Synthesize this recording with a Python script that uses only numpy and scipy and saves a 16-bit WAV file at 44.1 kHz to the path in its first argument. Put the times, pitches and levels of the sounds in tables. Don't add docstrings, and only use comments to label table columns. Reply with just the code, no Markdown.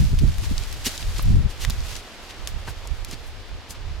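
import sys
import numpy as np
from scipy import signal
from scipy.fft import rfft, irfft, next_fast_len
from scipy.io import wavfile
from scipy.ndimage import map_coordinates

SR = 44100
rng = np.random.default_rng(int(sys.argv[2]) if len(sys.argv) > 2 else 0)


def waveform_to_disk(signal):
    frames = np.transpose(np.atleast_2d(signal))
    scaled = np.clip(frames, -1, 1) * 32767
    samples = np.round(scaled).astype(np.int16)
    wavfile.write(sys.argv[1], SR, samples)


N = 176400

# peak time in seconds, level in dB, rise and fall over 20 dB in seconds,
# pitch in Hz, thud in dB relative to the crunch.
HOOF_STEPS = [(.865, -21, .023, 0.033, 4350, -6), (1.165, -35, .006, 0.019, 2940, -18),
              (1.184, -35.5, 0.01, 0.017, 4500, -1.5), (1.507, -41, 0.022, 0.041, 4080, -24),
              (1.619, -32.5, 0.028, 0.044, 4070, -18), (1.642, -34, 0.025, 0.015, 3680, -10),
              (2.303, -40.5, 0.018, 0.026, 2670, -24), (2.677, -38, 0.011, 0.04, 1500, 5),
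              (2.696, -41.5, 0.042, 0.032, 5500, -15), (3.086, -44, 0.0065, 0.057, 4000, 0),
              (3.128, -37, 0.029, 0.028, 3080, 2.5), (3.275, -52, .03, 0.036, 8000, -17),
              (3.71, -38, 0.024, 0.032, 6000, -4), (3.75, -46, 0.013, 0.034, 2180, -12)]
# start in seconds, relative level in dB, pitch in Hz, width in octaves,
# T60 in seconds, left minus right in dB.
TWIG_SNAPS = [(.189, -24.5, 4170, 0.89, 0.023, 0), (0.195, -29.5, 3800, 0.62, 0.018, 2),
              (.383, -29.5, 4530, 1.2, 0.018, 1), (.5805, -21.5, 5100, 0.33, 0.006, 1),
              (0.637, -30, 4500, 0.47, .008, 3), (.727, -27, 8000, 1.6, 0.018, -2),
              (.978, -23, 4000, 0.56, 0.014, 0), (1.027, -26, 3380, 0.39, 0.016, 0),
              (1.186, -31, 5200, .9, 0.025, 4), (1.195, -27.5, 1600, 0.67, .009, .5),
              (1.222, -27, 14500, 0.27, 0.03, 4), (1.227, -24.5, 14500, 0.32, 0.028, -3),
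              (1.6491, -17, 2500, 0.86, 0.016, 1), (1.699, -19.5, 7000, 1.9, 0.027, .5),
              (1.705, -22.5, 4700, 0.41, 0.024, 1), (1.805, -33, 4950, 0.31, 0.01, 2),
              (1.954, -33.5, 4170, 0.49, 0.026, 20), (1.964, -25, 4570, 0.65, 0.033, -3),
              (2.309, -34, 4000, 0.45, .01, 0), (2.474, -19, 4560, 0.66, 0.018, 4),
              (2.481, -28, 3500, 1.7, 0.11, -2), (2.874, -31, 6940, 0.4, 0.014, 2),
              (3.0476, -25, 4760, 1, 0.018, -.5), (3.112, -29, 5770, 0.8, 0.018, 1),
              (3.143, -36, 4000, 1.0, .01, 5), (3.707, -27.5, 6200, 0.76, 0.024, 6)]
# start in seconds, level in dB, pitch in Hz.
WOOD_KNOCKS = [(1.194, -27.5, 1120), (2.4735, -33, 1100), (2.676, -28.5, 1530), (2.683, -27.5, 1560),
               (2.853, -28, 892)]
# ratio to the pitch, gain in dB.
KNOCK_MODES = [(0.99, -0.5), (0.58, -4.5)]
# time in seconds, strength in dB, left minus right in dB.
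GUSTS = [(0.0, -14.5, 7), (0.04, -18, 6), (0.08, -27, -17.5), (0.11, -22, 4), (0.28, -18, -8),
         (0.37, -31.5, 11.5), (0.53, -23, 0.5), (0.61, -31.5, -12), (0.66, -31.5, 8), (0.97, -40, -6),
         (1.09, -24, 4.5), (1.12, -32, -0.5), (1.31, -17, 2), (1.47, -28, 10), (1.53, -40.5, 6),
         (1.69, -24, -12), (1.74, -28.5, -1), (1.95, -37, -9.5), (2.1, -50.5, 4.5), (2.34, -47.5, -10),
         (2.42, -38, -7.5), (2.58, -31, -11), (2.61, -38, -2.5), (2.75, -37, -12.5), (2.85, -39.5, 1),
         (2.9, -35, -11.5), (3.25, -41, -5), (3.39, -39.5, 12), (3.45, -44, -4), (3.55, -31, -4.5),
         (3.63, -46.5, 4), (3.72, -41.5, -11.5), (3.9, -28.5, -0.5), (4.0, -35.5, -17.5)]
# peak time in seconds, relative level in dB, Gaussian half length in seconds,
# pitch in Hz, left minus right in dB.
PORT_EDDIES = [(0.017, -18.5, 0.024, 104.8, 3), (.139, -16.5, 0.0063, 124.3, -6),
               (.236, -14.5, 0.012, 135.3, -12.5), (0.433, -26, 0.011, 114, 11),
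               (0.518, -23.5, 0.0065, 125.1, 19.5), (1.3, -17, 0.027, 110, 0), (1.365, -14, 0.038, 99.9, 8),
               (1.456, -18.5, 0.011, 79.6, 19.5), (1.576, -38, .025, 35, -3), (1.689, -25, 0.028, 54.9, -5),
               (1.799, -24, 0.026, 41.9, -3.5), (2.566, -35, 0.017, 70.5, -17),
               (2.918, -29, 0.0094, 44.7, -22)]

# time in seconds, level in dB.
BOUGH_LEVELS = [(0, -35.5), (.03, -38), (.16, -46), (.3, -43), (.41, -42.5), (.44, -37.5), (.48, -41.5),
                (.6, -39.5), (.82, -43), (.91, -34), (1.05, -41), (1.2, -39.5), (1.45, -51), (1.58, -49.5),
                (1.72, -42.5), (1.81, -45.5), (1.89, -37), (1.995, -43), (2.025, -50), (2.3, -49.5),
                (2.6, -52.5), (3.1, -51), (3.5, -57), (4, -56.5)]
TREETOP_LEVELS = [(0, -46.5), (.9, -43.5), (1.5, -43.5), (2.3, -43), (3.2, -45), (4, -45)]

# frequency in Hz, relative spectral density in dB.
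THUD_SPECTRUM = [(30, -10), (120, -2.5), (330, -7.5), (420, -10), (600, -24), (1500, -35), (4000, -80)]
SLIDE_SPECTRUM = [(200, -15), (700, -4.5), (1500, -3.5), (3000, 0), (5000, -1), (7200, -3.5), (8200, -5),
                  (12000, -10), (16000, -14.5)]
TICK_SPECTRUM = [(500, -33), (2000, -1), (4500, 12), (7000, -3.5), (12000, -6), (16000, -4)]
RUMBLE_SPECTRUM = [(10, -10), (22, 1), (35, -1.5), (60, -4.5), (90, -7), (140, -23), (300, -44.5),
                   (700, -49), (2000, -120)]
FLUTTER_SPECTRUM = [(30, -14), (85, 2), (150, 5), (230, -11.5), (330, -20), (500, -42.5), (1000, -74),
                    (3000, -120)]
TREETOP_SPECTRUM = [(100, -22), (200, -5), (400, -4), (700, -5), (1200, -7), (2000, -8), (3200, -8.5),
                    (5000, -12.5), (6500, -21), (8000, -25.5), (11500, -40), (16000, -70)]

# frequency in Hz, correlation.
NEAR_COHERENCE = [(200, 1), (2000, 0.9), (4000, 0.79), (8000, 0.48), (14000, 0.61)]
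WIDE_COHERENCE = [(100, 1), (500, 0.95), (1000, 0.84), (2000, 0.56), (4000, 0.22), (8000, 0.39),
                  (14000, 0.67)]
# frequency in Hz, T60 in seconds.
TRUNK_DECAY = [(200, 0.14), (2000, 0.41), (12000, 0.25)]
# frequency in Hz, gain in dB.
MIC_RESPONSE = [(5, -30), (12, -20), (20, 1), (7000, -0.5), (8500, -2.5), (12500, -1.5), (14500, -5.5),
                (16000, -9)]


def hoof_steps():
    thud_delay_s, thud_half_s = 0.0069, 0.0066
    out, lead = np.zeros((2, N)), SR // 10
    t = (np.arange(SR // 3) - lead) / SR
    for peak_s, db, rise_s, fall_s, hz, thud_db in HOOF_STEPS:
        grains = crackle(len(t), per_s=7000, spread_db=3)
        crunch = stereo(grains, hump(hz, octaves=0.76, skirt_db=-13), NEAR_COHERENCE)
        crunch *= amp(-20 * np.maximum(-t / rise_s, t / fall_s) ** 1.71)
        thud = stereo(noise(len(t)), log_curve(THUD_SPECTRUM), NEAR_COHERENCE)
        thud *= bell(t - thud_delay_s, thud_half_s)
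        add(out, peak_s - lead / SR, amp(db) * (crunch + amp(thud_db) * thud))
    return out


def twig_snaps():
    out, lead = np.zeros((2, N)), SR // 500
    t = np.arange(SR // 16) / SR
    for start_s, db, hz, octaves, t60_s, pan_db in TWIG_SNAPS:
        splinters = crackle(len(t), per_s=15000, spread_db=6) * amp(-60 * t / t60_s)
        splinters[0, 0] += 4
        splinters = np.pad(splinters, ((0, 0), (lead, 0)))
        snap = stereo(splinters, hump(hz, octaves, skirt_db=-48), NEAR_COHERENCE)
        add(out, start_s - lead / SR, snap * amp(db - 18 + split_db(pan_db)))
    return out


def wood_knocks():
    attack_s, t60_s = 0.0005, 0.022
    out, t = np.zeros((2, N)), np.arange(SR // 12) / SR
    attack = 1 - np.exp(-t / attack_s)
    for start_s, db, hz in WOOD_KNOCKS:
        for ratio, mode_db in KNOCK_MODES:
            ring = stereo(noise(len(t)), hump(ratio * hz, octaves=0.14, skirt_db=-28), NEAR_COHERENCE)
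            add(out, start_s, ring * attack * amp(db + mode_db - 60 * t / t60_s))
    return out


def bough_swish():
    level_db, = time_curves(BOUGH_LEVELS)
    slide = stereo(crackle(N, per_s=4000, spread_db=0.5), log_curve(SLIDE_SPECTRUM), WIDE_COHERENCE)
    ticks = stereo(crackle(N, per_s=110, spread_db=4.5), log_curve(TICK_SPECTRUM), NEAR_COHERENCE)
    return amp(level_db + wobble(39.84)) * (slide + amp(-10) * ticks)


def wind_buffet():
    strong_gust_db, flutter_at_strong_db, flutter_slope = -17.5, -27, 1.63
    strength_db, pan_db = time_curves(GUSTS)
    port_db = strength_db + split_db(pan_db) + 0.5 * np.array([wobble(20), wobble(18)])
    rumble = stereo(noise(N), log_curve(RUMBLE_SPECTRUM), coherence=[(50, 0.072)])
    flutter = stereo(noise(N), log_curve(FLUTTER_SPECTRUM), coherence=[(50, 0.055)])
    lumps_db = 3 * np.array([wobble(45), wobble(45)])
    flutter_db = flutter_at_strong_db + flutter_slope * (port_db - strong_gust_db) + lumps_db
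    return rumble * amp(port_db + 1.98) + flutter * amp(flutter_db)


def eddy_thumps():
    churn_ratio, churn_octaves, churn_db = 1.173, 0.77, -5
    out, lead = np.zeros((2, N)), SR // 8
    t = (np.arange(2 * lead) - lead) / SR
    for peak_s, db, half_s, hz, pan_db in PORT_EDDIES:
        churn_hz = churn_ratio * hz
        colour_db = lambda f: -10 / np.log(10) * (np.log2((f + 1) / churn_hz) / churn_octaves) ** 2
        churn = stereo(noise(len(t)), colour_db, coherence=[(50, 0.1)])
        roll_hz = hz * np.exp(0.22 * wobble(120.4)[:len(t)])
        cycles = np.cumsum(roll_hz) / SR + rng.random((2, 1))
        roll = np.sqrt(2) * np.sin(2 * np.pi * cycles)
        push = (roll + amp(churn_db) * churn) * bell(t, half_s)
        add(out, peak_s - lead / SR, push * amp(db - 5 + split_db(pan_db)))
    return out


def trunk_scatter(sound):
    hz, t, spectra = signal.stft(noise(SR // 2), SR, nperseg=256)
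    t60_s = log_curve(TRUNK_DECAY)(hz)[:, None]
    _, tail = signal.istft(spectra * amp(-60 * t / t60_s), SR, nperseg=256)
    return signal.fftconvolve(sound, tail / np.linalg.norm(tail[0]), axes=1)[:, :N]


def treetop_hush():
    level_db, = time_curves(TREETOP_LEVELS)
    return amp(level_db) * stereo(noise(N), log_curve(TREETOP_SPECTRUM), WIDE_COHERENCE)


def amp(db):
    return 10 ** (np.asarray(db) / 20)


def split_db(pan_db):
    return np.vstack([pan_db, -pan_db]) / 2


def unit_rms(x):
    return x / np.sqrt(np.mean(x ** 2) + 1e-20)


def bell(x, sigma):
    return np.exp(-0.5 * (x / sigma) ** 2)


def log_curve(rows):
    knots_hz, values = np.transpose(rows)
    return lambda hz: np.interp(np.log(hz + 1), np.log(knots_hz + 1), values)


def time_curves(rows):
    times_s, *columns = np.transpose(rows)
    return [np.interp(np.arange(N) / SR, times_s, column) for column in columns]


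def noise(size):
    return rng.standard_normal((2, size))


def wobble(knots_per_s):
    knots = rng.standard_normal(int(N * knots_per_s / SR) + 4)
    return map_coordinates(knots, [np.arange(N) * knots_per_s / SR])


def crackle(size, per_s, spread_db):
    hits = rng.random((2, size)) < per_s / SR
    signs = rng.choice([-1, 1], (2, size))
    return unit_rms(hits * signs * amp(spread_db * np.clip(noise(size), -2, 2)))


def hump(centre_hz, octaves, skirt_db):
    def colour_db(hz):
        peak = bell(np.log2((hz + 1) / centre_hz), octaves)
        skirt = amp(skirt_db) ** 2 / (1 + (hz / (3 * centre_hz)) ** 2) / (1 + (centre_hz / 6000) ** 4)
        return 10 * np.log10((peak + skirt) / (1 + (100 / (hz + 1)) ** 4))
    return colour_db


def filtered(x, response):
    size = x.shape[-1]
    padded = next_fast_len(size + 4096)
    return irfft(rfft(x, padded) * response(np.fft.rfftfreq(padded, 1 / SR)), padded)[..., :size]


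def stereo(pair, colour_db, coherence):
    def response(hz):
        angle = np.arccos(np.clip(log_curve(coherence)(hz), -1, 1)) / 2
        return amp(colour_db(hz)) * [np.cos(angle), np.sin(angle)]
    mid, side = filtered(pair, response)
    return unit_rms(np.array([mid + side, mid - side]))


def add(track, start_s, sound):
    start = round(start_s * SR)
    sound = sound[:, max(-start, 0):]
    start = max(start, 0)
    track[:, start:start + sound.shape[1]] += sound[:, :max(N - start, 0)]


def scene():
    hooves = hoof_steps() + twig_snaps() + wood_knocks()
    elk = hooves + amp(-17) * trunk_scatter(hooves) + bough_swish()
    return elk + treetop_hush() + wind_buffet() + eddy_thumps()


def record(dry):
    limit_hz = 16000
    return filtered(dry, lambda hz: amp(log_curve(MIC_RESPONSE)(hz)) * (hz < limit_hz))


dry = scene()
out = record(dry)
waveform_to_disk(out)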